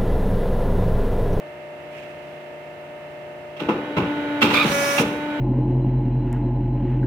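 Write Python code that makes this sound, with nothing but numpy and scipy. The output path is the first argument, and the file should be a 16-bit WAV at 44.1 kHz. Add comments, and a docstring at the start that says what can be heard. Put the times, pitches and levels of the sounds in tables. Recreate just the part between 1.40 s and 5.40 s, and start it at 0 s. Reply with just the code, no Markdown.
"""A hydraulic paper guillotine idles in a workshop, its vane pump humming; a sleeve rustles.
The valve is thrown, the clamp clunks down, booming in the steel frame, and the pump labours.
The blade crunches through the stack and squeals as it sticks and slips. Oil hisses through the
relief valve at the bottom of the stroke, and a last clunk starts the return."""
import sys
import numpy as np
from scipy import signal
from scipy.fft import rfft, irfft
from scipy.io import wavfile

SR = 44100
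rng = np.random.default_rng(int(sys.argv[2]) if len(sys.argv) > 2 else 0)


def wav_record(signal):
    """Record a signal, one row per channel, as 16-bit PCM in the file named by sys.argv[1]."""
    frames = np.transpose(np.atleast_2d(signal))
    bounded = np.clip(frames, -1, 1)
    # unit amplitude maps onto the largest positive 16-bit level
    quanta = np.round(bounded * 32767).astype(np.int16)
    wavfile.write(sys.argv[1], SR, quanta)


N = 176400
T = np.arange(N) / SR

# how alike left and right are: f/Hz, likeness (0 wide, 1 centred; clipped to that range for noise)
LIKENESS = [(250, 1.29), (600, 2.02), (1200, -0.13), (2600, -0.52), (6000, -0.13)]


def from_db(db):
    """Gain of a level in dB."""
    return 10 ** (np.asarray(db) / 20)


def rms_one(x):
    """Scale to an rms of one."""
    return x / np.sqrt(np.mean(x ** 2) + 1e-20)


def in_time(rows):
    """Each column of an automation curve at every sample."""
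    times, *columns = np.transpose(rows)
    return [np.interp(T, times, column) for column in columns]


def at_hz(points, hz):
    """Read a curve on a log-frequency axis."""
    f, value = np.transpose(points)
    return np.interp(np.log(np.maximum(hz, 1)), np.log(f), value)


def drift(rate_hz):
    """Smooth random wander with a spread of one."""
    pole = np.exp(-40 * np.pi * rate_hz / SR)  # runs at SR / 20
    slow = signal.lfilter([1], [1, -2 * pole, pole * pole], rng.standard_normal(N // 20 + 2002))[2000:]
    return np.interp(np.arange(N) / 20, np.arange(len(slow)), rms_one(slow))


def envelope(start, attack, end, t60):
    """Rise, hold until the end, then die away; all in seconds."""
    return np.clip((T - start) / attack, 0, 1) * np.exp(-np.log(1000) * np.maximum(T - end, 0) / t60)


def sides(hz):
    """Left and right gains at these frequencies."""
    # stereo balance: f/Hz, left minus right/dB
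    balance = [(700, 1), (1600, -0.5), (2600, -8.5), (3800, -7.5), (5500, -2.5), (10000, 0.5)]
    gains = from_db(at_hz(balance, np.atleast_1d(hz)) * np.array([[.5], [-.5]]))
    return gains / np.sqrt(np.mean(gains ** 2, axis=0))


def coloured(spectrum, grain=1):
    """Stereo noise, made grainy if asked, with the given colour; rms one."""
    hz = np.arange(N // 2 + 1) * SR / N
    mid, side = rfft(rng.standard_normal((2, N)) * grain)
    alike = np.clip(at_hz(LIKENESS, hz), 0, .995)
    pair = np.sqrt(1 + alike) * mid + np.sqrt(1 - alike) * side * [[1], [-1]]
    return rms_one(irfft(pair * sides(hz) * from_db(at_hz(spectrum, hz)) * (hz > 20), N))


def tone(turns, hz, lag_s=.00005):
    """A stereo sine of rms one; the room sets the two sides apart in phase."""
    apart = rng.normal() * (1 - at_hz(LIKENESS, hz)) + 2 * np.pi * hz * lag_s / (1 + hz / 2000)
    phase = 2 * np.pi * (turns + rng.random())
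    return np.sqrt(2) * sides(hz) * np.array([np.sin(phase), np.sin(phase + apart)])


def pump(load, stalled, vanes=10, waver_db=1.0, wander=0.00047, chuff=0.036):
    """The vanes hum over the motor's shaft tones; shop and oil noise pulse twice a turn."""
    # pump speed, sagging under load: t/s, vane rate/Hz
    speed = [(2.19, 298.5), (2.33, 293.7), (2.48, 296.8), (2.68, 293), (3.2, 292.1), (3.3, 283.3),
             (3.57, 283.5), (3.63, 292.9), (3.78, 296.2)]
    # vane hum: harmonic, idling/dB, driving the ram/dB, against the relief valve/dB
    vane_tones = [(1, -55, -28, -46), (2, -38, -36, -25), (3, -62, -37.5, -50), (4, -56, -52, -32),
                  (5, -90, -40, -36.5), (6, -56.5, -51.5, -33.5), (7, -54.5, -48.5, -37.5),
                  (8, -86, -49.5, -33.5), (9, -53.5, -61, -37), (10, -59.5, -48.5, -69),
                  (11, -97, -53, -50), (13, -123, -53.5, -46.5)]
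    # strong motor tones: multiple of the shaft rate
    motor_orders = [5, 12, 16, 22, 24, 29, 31, 42, 44]
    # the same tones at idle: level/dB
    motor_levels = [-52.5, -50, -57.5, -52, -53, -59, -55.5, -65, -68]
    # rattling buzz of the weaker shaft tones: f/Hz, level per tone/dB
    buzz = [(90, -72), (300, -65), (650, -56), (1000, -78), (1800, -68), (2700, -73), (3300, -91)]
    # colour of the motor and shop noise: f/Hz, level/dB
    shop = [(25, -25), (70, -1), (170, -3), (550, -4.5), (1100, -8), (2600, -10.5), (3600, -19.5),
            (7000, -29), (15000, -33)]
    # colour of oil flowing to the ram: f/Hz, level/dB
    flow = [(30, -41), (80, -3.5), (220, -3), (480, -1), (700, -8), (1200, -6), (1800, -6), (2500, -9.5),
            (3800, -18), (4700, -29.5), (9000, -40.5)]
    rate, = in_time(speed)
    turns = np.cumsum(rate * (1 + wander * drift(5.6))) / SR
    shaft, vane_hz = turns / vanes, rate.mean()
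    valve_open = T > speed[0][0]
    out = np.zeros((2, N))
    for k, idle_db, drive_db, relief_db in vane_tones:
        idle = from_db(idle_db) * (1 - np.minimum(load + stalled, 1))
        drive = from_db(drive_db) * valve_open * load ** (1 + 1 / k)
        level = idle + drive + from_db(relief_db) * stalled
        out += level * from_db(waver_db * drift(13.7)) * tone(k * turns, k * vane_hz)
    motor_db = dict(zip(motor_orders, motor_levels))
    strain = 1 + (from_db(5.5) - 1) * load  # the buzz grows under load
    for k in range(3, 112):
        hz, scatter_db = k * vane_hz / vanes, rng.normal(0, 0.44)
        if k in motor_db:
            out += from_db(motor_db[k] + waver_db * drift(5.6)) * np.sqrt(strain) * tone(k * shaft, hz)
        elif k % vanes:
            out += from_db(at_hz(buzz, hz) + scatter_db) * strain * tone(k * shaft, hz)
    noise = from_db(-49) * coloured(shop) + from_db(-34) * load * coloured(flow)
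    return out + noise * (1 + chuff * np.sin(4 * np.pi * shaft))


def shelves(hz, bass_db, treble_db):
    """Shelving EQ that makes one blow deeper or brighter than the next."""
    return from_db(at_hz([(160, bass_db), (300, 0), (700, 0), (3000, treble_db)], hz))


def clunks(rattle_db=3, attack_s=0.0071, t60_s=0.089, room_db=-7, rumble_lag_s=0.054, rumble_hz=87):
    """Each blow is a short rattle that booms in the frame, rings the steel and dies away in the shop."""
    # blows on the frame: t/s, level/dB, bass/dB, treble/dB, length/s
    blows = [(2.163, -51, -10, 21.5, .01), (2.194, -34.5, -8, 13.5, 0.014), (2.207, -24, 5, -20, 0.0077),
             (2.285, -14.5, -2.5, -4, 0.01), (2.564, -18, 6, -0.5, 0.021), (3.015, -19.5, -2, 17.5, 0.013),
             (3.028, -16, 4.5, -7, 0.01), (3.103, -23.5, 3, 9, 0.013), (3.243, -17.5, 11.5, -2, 0.0048),
             (3.577, -21, -5, 13, 0.011), (3.589, -18.5, 3, -71, 0.026)]
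    # colour of the frame's boom: f/Hz, level/dB
    frame = [(35, -45), (70, -13.5), (110, -11.5), (170, -1.5), (280, 0), (470, -1), (690, -14.5),
             (900, -9), (1300, -8.5), (1800, -23.5), (2700, -11.5), (3000, -21.5), (3600, -24.5),
             (4700, -37.5), (5400, -36), (6500, -42.5), (9000, -50)]
    # reverb of the shop: f/Hz, t60/s
    room_t60 = [(70, 0.6), (300, 0.9), (8000, 0.42)]
    # ringing steel parts: f/Hz, level/dB, t60/s
    steel = [(226.9, -13, 0.35), (804, -24.5, 0.81), (860, -15, 0.3), (1458, -18.5, 0.12),
             (2087, -15.5, 0.051), (2627, -36, 0.17), (2696, -13, 0.067), (3230, -19.5, 0.11),
             (5210, -36.5, 0.18)]
    boom = rfft(coloured(frame, grain=from_db(rattle_db * np.tanh(drift(360)))))
    bins = np.arange(N // 2 + 1) * SR / N
    bursts = [(from_db(db) * envelope(start, attack_s, start + length, t60_s), bass, treble)
              for start, db, bass, treble, length in blows]
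    out = np.zeros((2, N))
    for hz in 31.25 * 2 ** np.arange(10):
        octave = irfft(boom * np.maximum(1 - abs(np.log2((bins + 1) / hz)), 0), N)
        power = sum((burst * shelves(hz, bass, treble)) ** 2 for burst, bass, treble in bursts)
        decay = np.exp(-2 * np.log(1000) / (at_hz(room_t60, hz) * SR))
        tail = signal.lfilter([1 - decay], [1, -decay], power + 1e-18)
        late = rumble_lag_s / (1 + (hz / rumble_hz) ** 8)  # the deepest part swells late
        out += octave * np.interp(T - late, T, np.sqrt(power + 2 * from_db(room_db) * tail))
    for hz, mode_db, t60 in steel:
        mode = from_db(mode_db) * tone(hz * T, hz)
        for start, db, bass, treble, length in blows:
            ring = envelope(start, attack_s, start + length / 2, t60)
            out += from_db(db) * shelves(hz, bass, treble) * ring * mode
    return out


def blade(snaps_per_s=2700, snap_db=5, clump_db=2, jitter=0.048, flutter_db=3.5):
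    """Sheets snap in a dense crunch; deep in the stack the blade sticks and slips in a rough squeal."""
    # crunch of the blade in the stack: t/s, level/dB
    cut = [(3.01, -30), (3.025, -19.5), (3.07, -29.5), (3.13, -26.5), (3.141, -20), (3.17, -20.5),
           (3.235, -24), (3.33, -29)]
    # colour of snapping paper: f/Hz, level/dB
    paper = [(100, -15), (350, -3.5), (650, -7.5), (950, 0.5), (1400, 2.5), (1800, -3), (2700, 2),
             (3050, -4.5), (3700, -1.5), (5000, -15), (9000, -25)]
    # stick-slip squeal: t/s, f/Hz, level/dB
    slip = [(3.13, 1142, -45), (3.141, 1207, -31), (3.157, 1179, -22), (3.167, 1146, -25),
            (3.18, 1192, -23), (3.226, 1196, -21), (3.238, 1159, -27), (3.252, 1130, -48)]
    cut_db, = in_time(cut)
    snaps = rng.random(N) < snaps_per_s / SR
    crunch = from_db(cut_db + clump_db * drift(120)) * coloured(paper, 1 + from_db(snap_db) * snaps)
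    pitch, squeal_db = in_time(slip)
    turns = np.cumsum(pitch * (1 + jitter * drift(580))) / SR
    squeal = np.zeros((2, N))
    for k, harmonic_db in enumerate((-3.5, 1.5, -8, -22.5), 1):
        level = from_db(squeal_db + harmonic_db + flutter_db * drift(97))
        squeal += level * tone(k * turns, k * pitch.max())
    return crunch * (T > cut[0][0]) * (T < cut[-1][0]) + squeal * (T > slip[0][0]) * (T < slip[-1][0])


def relief_jet(start, attack, end, whistle_hz=5610, wander=.035, flicker_db=0.5):
    """Oil sprays through the relief valve with a wavering whistle while the ram is stalled."""
    # colour of the oil jet: f/Hz, level/dB
    jet = [(60, -20), (200, 1.5), (500, -1.5), (2500, 0), (3300, -5.5), (4800, -11.5), (5900, -4),
           (7400, -13.5), (10000, -11.5), (12500, -16.5)]
    direct = envelope(start, attack, end, t60=0.048)
    room = from_db(-9) * envelope(start, attack, end, t60=0.71)
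    spray = np.hypot(direct, room)
    pitch = whistle_hz * (1 + wander * (drift(714) + drift(24.92)))
    whistle = tone(np.cumsum(pitch) / SR, whistle_hz)
    level = from_db(-26 + flicker_db * drift(60)) * spray
    return level * (coloured(jet) + from_db(-15) * spray * drift(180) * whistle)


def sleeve(flutter_db=2):
    """Cloth brushes softly as the arm draws back from the stack."""
    # brushes of the sleeve: t/s, half length/s, level/dB
    brushes = [(0.61, 0.079, -45.5), (0.903, 0.16, -53.5)]
    # colour of the cloth: f/Hz, level/dB
    cloth = [(300, -25), (2600, 14), (4000, -5.5), (12000, -20)]
    swell = sum(from_db(db) / (1 + ((T - peak) / width) ** 2) for peak, width, db in brushes)
    return swell * from_db(flutter_db * drift(25)) * coloured(cloth)


def scene():
    """The machine idles, clamps, cuts, stalls and starts its return."""
    # oil pressure, heard as the pump's effort: t/s, level/dB
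    pressure = [(2.19, -15), (2.23, -5), (2.35, -4.5), (2.55, -3), (2.66, 0), (3.23, 1.5), (3.29, -6.5),
                (3.57, -7), (3.63, -1), (4, 0.5)]
    load = from_db(in_time(pressure)[0])
    stalled = envelope(start=3.28, attack=0.074, end=3.575, t60=0.19)
    hydraulics = pump(load, stalled) + relief_jet(start=3.206, attack=0.14, end=3.619)
    return hydraulics + clunks() + blade() + sleeve()


def record(dry, low_hz=47, top_hz=15850):
    """The microphones thin the deep bass; the top is cut steeply."""
    thin = signal.sosfilt(signal.butter(2, low_hz, "high", fs=SR, output="sos"), dry)
    return signal.sosfilt(signal.ellip(12, .1, 80, top_hz, fs=SR, output="sos"), thin)


dry = scene()
out = record(dry)
wav_record(out)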